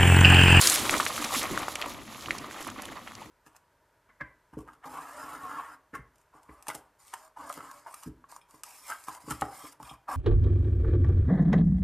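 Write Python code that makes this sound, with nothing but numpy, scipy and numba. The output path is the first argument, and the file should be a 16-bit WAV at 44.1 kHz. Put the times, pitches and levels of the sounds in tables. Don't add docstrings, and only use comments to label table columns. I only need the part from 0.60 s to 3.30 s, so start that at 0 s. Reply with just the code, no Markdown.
import sys
import numpy as np
from scipy import signal
from scipy.fft import rfft, irfft, next_fast_len
from scipy.io import wavfile
from scipy.ndimage import uniform_filter1d
from numba import njit

SR = 44100
rng = np.random.default_rng(int(sys.argv[2]) if len(sys.argv) > 2 else 0)


def amplitude_ratio(level_db):
    exponent = np.asarray(level_db, float) / 20
    return 10 ** exponent


def dump_mix(stems):
    frames = np.atleast_2d(stems).T
    limited = np.clip(frames, -1, 1)
    pcm = np.round(limited * 32767).astype(np.int16)
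    wavfile.write(sys.argv[1], SR, pcm)


N = 119070


def butter_filter(x, order, hz, kind="low"):
    return signal.lfilter(*signal.butter(order, hz, kind, fs=SR), x)


def band_pass(x, low_hz, high_hz, order):
    sos = signal.butter(order, [low_hz, high_hz], "band", fs=SR, output="sos")
    return signal.sosfilt(sos, x)


def fader(curve):
    start_s, level_db = np.array(curve, float).T
    return amplitude_ratio(np.interp(np.arange(N) / SR, start_s, level_db))


def colour(x, table, share=1):
    size = next_fast_len(N + 8192)
    bin_hz = np.arange(size // 2 + 1) * SR / size
    pitch_hz, gain_db = np.array(table, float).T
    gain = np.interp(np.log(np.maximum(bin_hz, 1)), np.log(pitch_hz), gain_db)
    return irfft(rfft(x, size) * amplitude_ratio(share * gain), size)[:N]


def band_level(x, low_hz, high_hz):
    return x / np.std(band_pass(x, low_hz, high_hz, 4))


def walk(rate):
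    hold = int(SR / rate)
    steps = np.repeat(rng.standard_normal(N // 50), hold)[:N + hold]
    return 1.3 * uniform_filter1d(uniform_filter1d(steps, hold), hold)[:N]


@njit
def rings(at, hz, cycles, size, n, sr, rise):
    out = np.zeros(n)
    for k in range(len(at)):
        turn = np.exp((2j * np.pi - 2.3 / cycles[k]) * hz[k] / sr)
        swell = np.exp(-hz[k] / sr / rise)
        ring, unrisen = size[k] + 0j, 1.
        first = int(at[k] * sr)
        last = min(n, int((at[k] + 3 * cycles[k] / hz[k]) * sr))
        for i in range(first, last):
            out[i] += ring.imag * (1 - unrisen)
            ring *= turn
            unrisen *= swell
    return out


def click(s, db, hz, cycles, rise):
    top = rise * np.log(1 + cycles / (2.3 * rise))
    height = (1 - np.exp(-top / rise)) * np.exp(-2.3 * top / cycles)
    return rings(s - top / hz, hz, cycles, -amplitude_ratio(db) / height, N, 1. 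* SR, rise)


def burst(s, db, hz, width, decay_s, noise):
    out, start = np.zeros(N), int(s * SR)
    fits = min(len(noise), N - start)
    band = band_pass(noise, hz / width, min(hz * width, .45 * SR), 2)
    fade = np.exp(-np.arange(len(band)) / SR / max(decay_s, 1e-4))
    out[start:start + fits] = (amplitude_ratio(db) * band / np.std(band) * fade)[:fits]
    return out


GRAIN_TOP = 0.0066
RECEDE_S = 0.6


def bed(curve, near, far, grains, low_hz, high_hz):
    rate, cycles, spread_db, flicker_db, smooth_db = grains
    when, pitch, rarity, sign = rng.random((int(rate * N / SR), 4)).T
    bottom_hz, top_hz = low_hz / 3, min(3 * high_hz, 17000)
    hz = bottom_hz * (top_hz / bottom_hz) ** pitch
    size = hz * amplitude_ratio(-spread_db * np.log(np.maximum(rarity, GRAIN_TOP))) * np.sign(sign - .5)
    crackle = rings(when * N / SR, hz, np.full(len(hz), 1. * cycles), size, N, 1. * SR, .6)
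    rustle = band_level(rng.standard_normal(N), low_hz, high_hz)
    both = band_level(crackle, low_hz, high_hz) + amplitude_ratio(smooth_db) * rustle
    both = both * amplitude_ratio(flicker_db * walk(70))
    close = np.exp(-np.arange(N) / SR / RECEDE_S)
    near_bed = band_level(colour(both, near), low_hz, high_hz)
    far_bed = band_level(colour(both, far), low_hz, high_hz)
    return (close * near_bed + (1 - close) * far_bed) * fader(curve)


# start_s, level_db
LEAF_LEVELS = [(0.0, -25), (0.09, -22), (0.15, -26), (0.24, -35.5), (0.32, -33.5), (0.34, -35.5),
               (0.41, -33.5), (0.53, -40.5), (0.61, -38.5), (0.64, -32), (0.69, -41.5), (0.78, -31),
               (0.83, -40), (0.88, -45), (0.99, -43.5), (1.07, -47.5), (1.1, -43.5), (1.14, -50),
               (1.2, -46), (1.24, -50.5), (1.3, -44.5), (1.32, -51), (1.4, -55), (1.48, -58), (1.61, -47.5),
               (1.69, -50), (1.74, -49.5), (1.78, -50), (1.85, -55), (1.92, -56), (2.02, -46),
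               (2.07, -48.5), (2.15, -59.5), (2.21, -52.5), (2.35, -56), (2.41, -56.5), (2.58, -59.5),
               (2.62, -56), (2.7, -64.5)]
# pitch_hz, gain_db
NEAR_LEAF_TONE = [(500, -29), (1260, 5), (2920, 0.5), (3740, 6), (4600, 2.5), (5240, 1.5), (6620, 3.5),
                  (7150, 4), (11100, 4), (15600, -4)]
# pitch_hz, gain_db
FAR_LEAF_TONE = [(1470, -15), (2500, -13), (3190, -2), (4980, -6), (6920, -3), (9050, -13.5), (10000, -6),
                 (11300, -4.5), (15600, -13.5)]
# rate_per_s, ring_cycles, size_spread_db, flicker_db, smooth_share_db
LEAF_CRACKLE = (6996, 3.5, 3.2, 2, -3)


def leaves():
    return bed(LEAF_LEVELS, NEAR_LEAF_TONE, FAR_LEAF_TONE, LEAF_CRACKLE, 4000, 14000)


# start_s, level_db
TREAD_LEVELS = [(0.0, -40), (0.04, -34), (0.21, -38), (0.32, -33.5), (0.36, -30.5), (0.44, -41.5),
                (0.65, -37), (0.69, -43.5), (0.76, -34), (0.79, -42.5), (0.83, -32), (0.89, -39.5),
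                (1.03, -37.5), (1.07, -48), (1.1, -41), (1.13, -47), (1.22, -40.5), (1.47, -52.5),
                (1.55, -45.5), (1.65, -47), (1.7, -39.5), (1.74, -44), (1.95, -47), (2.01, -43.5),
                (2.06, -47.5), (2.08, -36.5), (2.13, -53), (2.16, -51), (2.2, -43), (2.28, -50),
                (2.36, -45.5), (2.4, -49.5), (2.51, -49), (2.57, -54), (2.62, -45.5), (2.68, -58),
                (2.7, -59)]
# pitch_hz, gain_db
SOIL_TONE = [(220, -8.5), (380, -10.5), (482, -3.5), (585, -1), (850, -3), (1180, 3), (1580, -9.5),
             (1900, -3.5), (2790, -9), (3860, -13.5), (5000, -21.5), (6500, -53), (11000, -120)]
# rate_per_s, ring_cycles, size_spread_db, flicker_db, smooth_share_db
GRIT_CRUNCH = (2001, 3, 3, 2.5, -4.5)


def tread():
    return bed(TREAD_LEVELS, SOIL_TONE, SOIL_TONE, GRIT_CRUNCH, 700, 2500)


TYRE_HZ, TYRE_WIDTH_HZ = 289, 60
# start_s, level_db
DRUM_LEVELS = [(0.0, -47), (0.37, -37.5), (0.51, -47.5), (0.62, -45.5), (0.72, -54), (0.8, -37),
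               (0.89, -63), (0.91, -37), (1.18, -60), (1.28, -44), (1.42, -46.5), (1.5, -54), (1.68, -49),
               (1.94, -52.5), (2.01, -52), (2.68, -57), (2.7, -53)]


def tyre_drum():
    shaking = colour(rng.standard_normal(N), [(100, 6), (220, -9.5), (400, -5), (800, -16)])
    shaking = shaking * amplitude_ratio(4.4 * walk(25.16))
    hum = signal.lfilter(*signal.iirpeak(TYRE_HZ, TYRE_HZ / TYRE_WIDTH_HZ, SR), shaking)
    return fader(DRUM_LEVELS) * hum / np.std(hum)


PUFF_DB, PUFF_START_S, PUFF_HZ = -61.5, 0.4, 120
# pitch_hz, gain_db
WIND_TONE = [(12, -43), (30, -17), (86, -2), (178, -4.5), (220, 2.5), (290, -7), (480, -120)]
# start_s, level_db
WIND_GUSTS = [(0.0, -62), (0.98, -48.5), (1.11, -58), (1.8, -52), (2.04, -72), (2.1, -47), (2.17, -57),
              (2.7, -57)]


def wind():
    rumble = colour(rng.standard_normal(N), WIND_TONE)
    rumble = rumble / np.std(rumble) * fader(WIND_GUSTS) * amplitude_ratio(0.5 * walk(9.0))
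    puffs = colour(rng.standard_normal(N), WIND_TONE) * amplitude_ratio(6.7 * walk(18))
    puffs = butter_filter(puffs, 2, PUFF_HZ)
    still_to_rise = np.clip((PUFF_START_S - np.arange(N) / SR) / .08, 0, 1)
    puffs = puffs / np.std(puffs) * amplitude_ratio(PUFF_DB - 18 * still_to_rise)
    return np.array([1.2 * rumble + puffs, 0.92 * rumble - puffs])


def still_air():
    shared, apart = rng.standard_normal(N), rng.standard_normal((2, N))
    return amplitude_ratio(-60) * butter_filter(shared + 1.8 * apart, 1, [300, 3000], "band")


def hiss():
    return amplitude_ratio(-71) * butter_filter(rng.standard_normal(N), 2, [5000, 14000], "band")


CRACK_LEAD_S, CRACK_DECAY_S = .0004, 0.0025
CRACK_WIDTH, CRACK_CYCLES = 1.56, 2.4
# start_s, level_db, pitch_hz
LEAF_CRACKS = [(0.014, -1, 8500), (0.0729, 2, 6000), (0.0988, 0.5, 7600), (0.1044, -9, 10500),
               (0.125, -14, 9300), (0.142, -5, 9800), (0.1507, -5, 8600), (0.1586, -8, 8050),
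               (0.3093, -11, 7500), (0.4052, -19, 9400), (0.453, -16, 8050), (0.6464, -15.5, 5650),
               (0.7885, -17, 7000), (0.8307, -15, 7450), (0.9765, -21, 6730), (1.0002, -26, 6060),
               (1.083, -29, 7420), (1.086, -24, 8060), (1.1549, -16, 6900), (1.2139, -23, 10350),
               (1.224, -34, 6940), (1.261, -27, 9000), (1.295, -29, 10800), (1.5628, -36.5, 3300),
               (1.609, -29, 4200), (1.6235, -30, 5230), (1.6737, -32, 4200), (1.713, -30, 7000),
               (1.783, -24, 7360), (1.786, -25, 4600), (1.911, -34, 7490), (2.0104, -28, 8900),
               (2.027, -24.5, 7600), (2.048, -31, 8610), (2.0738, -23.5, 9220), (2.1012, -26, 6240),
               (2.221, -22.5, 8010), (2.2546, -24, 9200), (2.4765, -40, 5990), (2.5193, -37, 7100),
               (2.5525, -27.5, 5100)]


def cracks():
    s, db, hz = np.array(LEAF_CRACKS, float).T
    ticks = click(s, db - 5.5, hz, np.full(len(s), CRACK_CYCLES), 1.0)
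    noise = rng.standard_normal((len(s), 2000))
    rustles = sum(burst(t - CRACK_LEAD_S, d - 12, f, CRACK_WIDTH, CRACK_DECAY_S, z)
                  for t, d, f, z in zip(s, db, hz, noise))
    return ticks + rustles


SNAP_RISE_CYCLES, SNAP_RING = 1, 0.85
SNAP_CRUMBLE_DB, SNAP_CRUMBLE_S = -17, 0.004
SNAP_LOW_HZ = 390
# start_s, peak_db, pitch_hz, ring_cycles
TWIG_SNAPS = [(0.0741, -16, 3500, 4.7), (0.1585, -15, 2230, 1.7), (0.1749, -16, 2330, 0.52),
              (0.255, -22, 2660, 0.69), (0.2954, -5.5, 2150, 0.77), (0.3403, -14, 1330, 3.1),
              (0.3497, -21.5, 1260, 3), (0.4006, -11, 1230, 3.2), (0.4044, -8.5, 1870, 0.41),
              (0.4079, -21, 1700, 1.6), (0.4649, -10, 1890, 0.84), (0.469, -15, 2040, 0.44),
              (0.5636, -20, 2170, 0.4), (0.5794, -20, 1380, 2.2), (0.5986, -26, 1670, 0.82),
              (0.6431, -14.5, 2470, 0.54), (0.6482, -20, 2360, 0.79), (0.7225, -22.5, 1090, 2.8),
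              (0.9763, -13.5, 1400, 2.2), (1.0828, -14.5, 1030, 0.64), (1.157, -16, 2420, 1.03),
              (1.216, -13.5, 2200, 0.36), (1.224, -16.5, 2430, 1.3), (1.261, -27, 980, 5.2),
              (1.5256, -39, 1170, 4.9), (1.5474, -31, 2380, 2), (1.5912, -43, 1410, 2.4),
              (1.6599, -24.5, 2880, 2.3), (1.6854, -26, 1170, 3.7), (1.7079, -11, 2060, 2.5),
              (1.9107, -27, 1410, 0.6), (1.9626, -29.5, 1420, 0.97), (2.0694, -27, 1080, 2.7),
              (2.0892, -26, 1240, 1.4), (2.1922, -31, 1340, 1.1), (2.2202, -35, 2340, 1.4),
              (2.2553, -30, 3100, 3.2), (2.2898, -33, 1730, 4.9), (2.3721, -31.5, 1180, 7.7),
              (2.476, -25, 1700, 0.68), (2.5117, -34.5, 1040, 1.6), (2.5198, -33, 1680, 1.4),
              (2.5533, -34, 3420, 1.1), (2.6191, -36.5, 890, 11.5)]


def snaps():
    s, db, hz, cycles = np.array(TWIG_SNAPS, float).T
    ring = click(s, db, hz, SNAP_RING * np.maximum(cycles, .5), SNAP_RISE_CYCLES)
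    ring = butter_filter(ring, 2, SNAP_LOW_HZ, "high")
    noise = rng.standard_normal((len(s), 3000))
    crumble = sum(burst(t, d + SNAP_CRUMBLE_DB, f, 1.8, SNAP_CRUMBLE_S, z)
                  for t, d, f, z in zip(s, db, hz, noise))
    return ring + crumble


BUMP_CYCLES, BUMP_PUSH_S = 5.5, 0.003
# start_s, level_db, pitch_hz
ROOT_BUMPS = [(0.132, -30, 313), (0.343, -21.5, 281), (0.597, -30, 289), (0.643, -30.5, 237),
              (0.763, -25.5, 276), (0.836, -28, 313), (0.917, -27, 300), (1.016, -28.5, 304),
              (1.259, -30, 292), (1.808, -32, 287), (2.004, -33.5, 314), (2.07, -31.5, 300),
              (2.179, -31.5, 293)]


def bumps():
    s, db, hz = np.array(ROOT_BUMPS, float).T
    ring = rings(s, hz, np.full(len(s), BUMP_CYCLES), amplitude_ratio(db), N, 1. * SR, 0.94)
    push = np.hanning(int(BUMP_PUSH_S * SR))
    return np.convolve(ring, 2 * push / push.sum())[:N]


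TREES_T60_S, TREES_DB, TREES_HZ = 0.44, -21, 3000


def trees(bike):
    t = np.arange(9000) / SR
    tail = butter_filter(rng.standard_normal(len(t)), 1, TREES_HZ)
    tail = tail * amplitude_ratio(-60 * t / TREES_T60_S) * (t > .004)
    scattered = signal.fftconvolve(bike, tail / np.linalg.norm(tail))[:N]
    return bike + amplitude_ratio(TREES_DB) * scattered


SCATTER_PER_S = 120
# pitch_hz, difference_db
CAPSULE_BALANCE = [(60, -16), (110, 4), (200, -1), (380, 2), (700, 0.5), (1290, -0.5), (2380, -1.5),
                   (4400, 0), (8120, -2), (15000, -2)]
# pitch_hz, gain_db
CAPSULE_SPREAD = [(100, -10), (300, -14.5), (1000, -16.5), (2500, -30), (5000, -15), (12000, -21.5)]


def capsules(mid):
    side = colour(mid * walk(SCATTER_PER_S), CAPSULE_SPREAD)
    left = colour(mid, CAPSULE_BALANCE, .5)
    right = colour(mid, CAPSULE_BALANCE, -.5)
    return np.array([left + side, right - side])


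def scene():
    bike = leaves() + tread() + tyre_drum() + cracks() + snaps() + bumps()
    bike = butter_filter(bike, 2, 12130)
    return capsules(trees(bike)) + wind() + still_air() + hiss()


def top_cut(x):
    return signal.sosfilt(signal.butter(12, 15740, fs=SR, output="sos"), x)


def record(dry):
    return top_cut(dry)


dry = scene()
out = record(dry)
dump_mix(out)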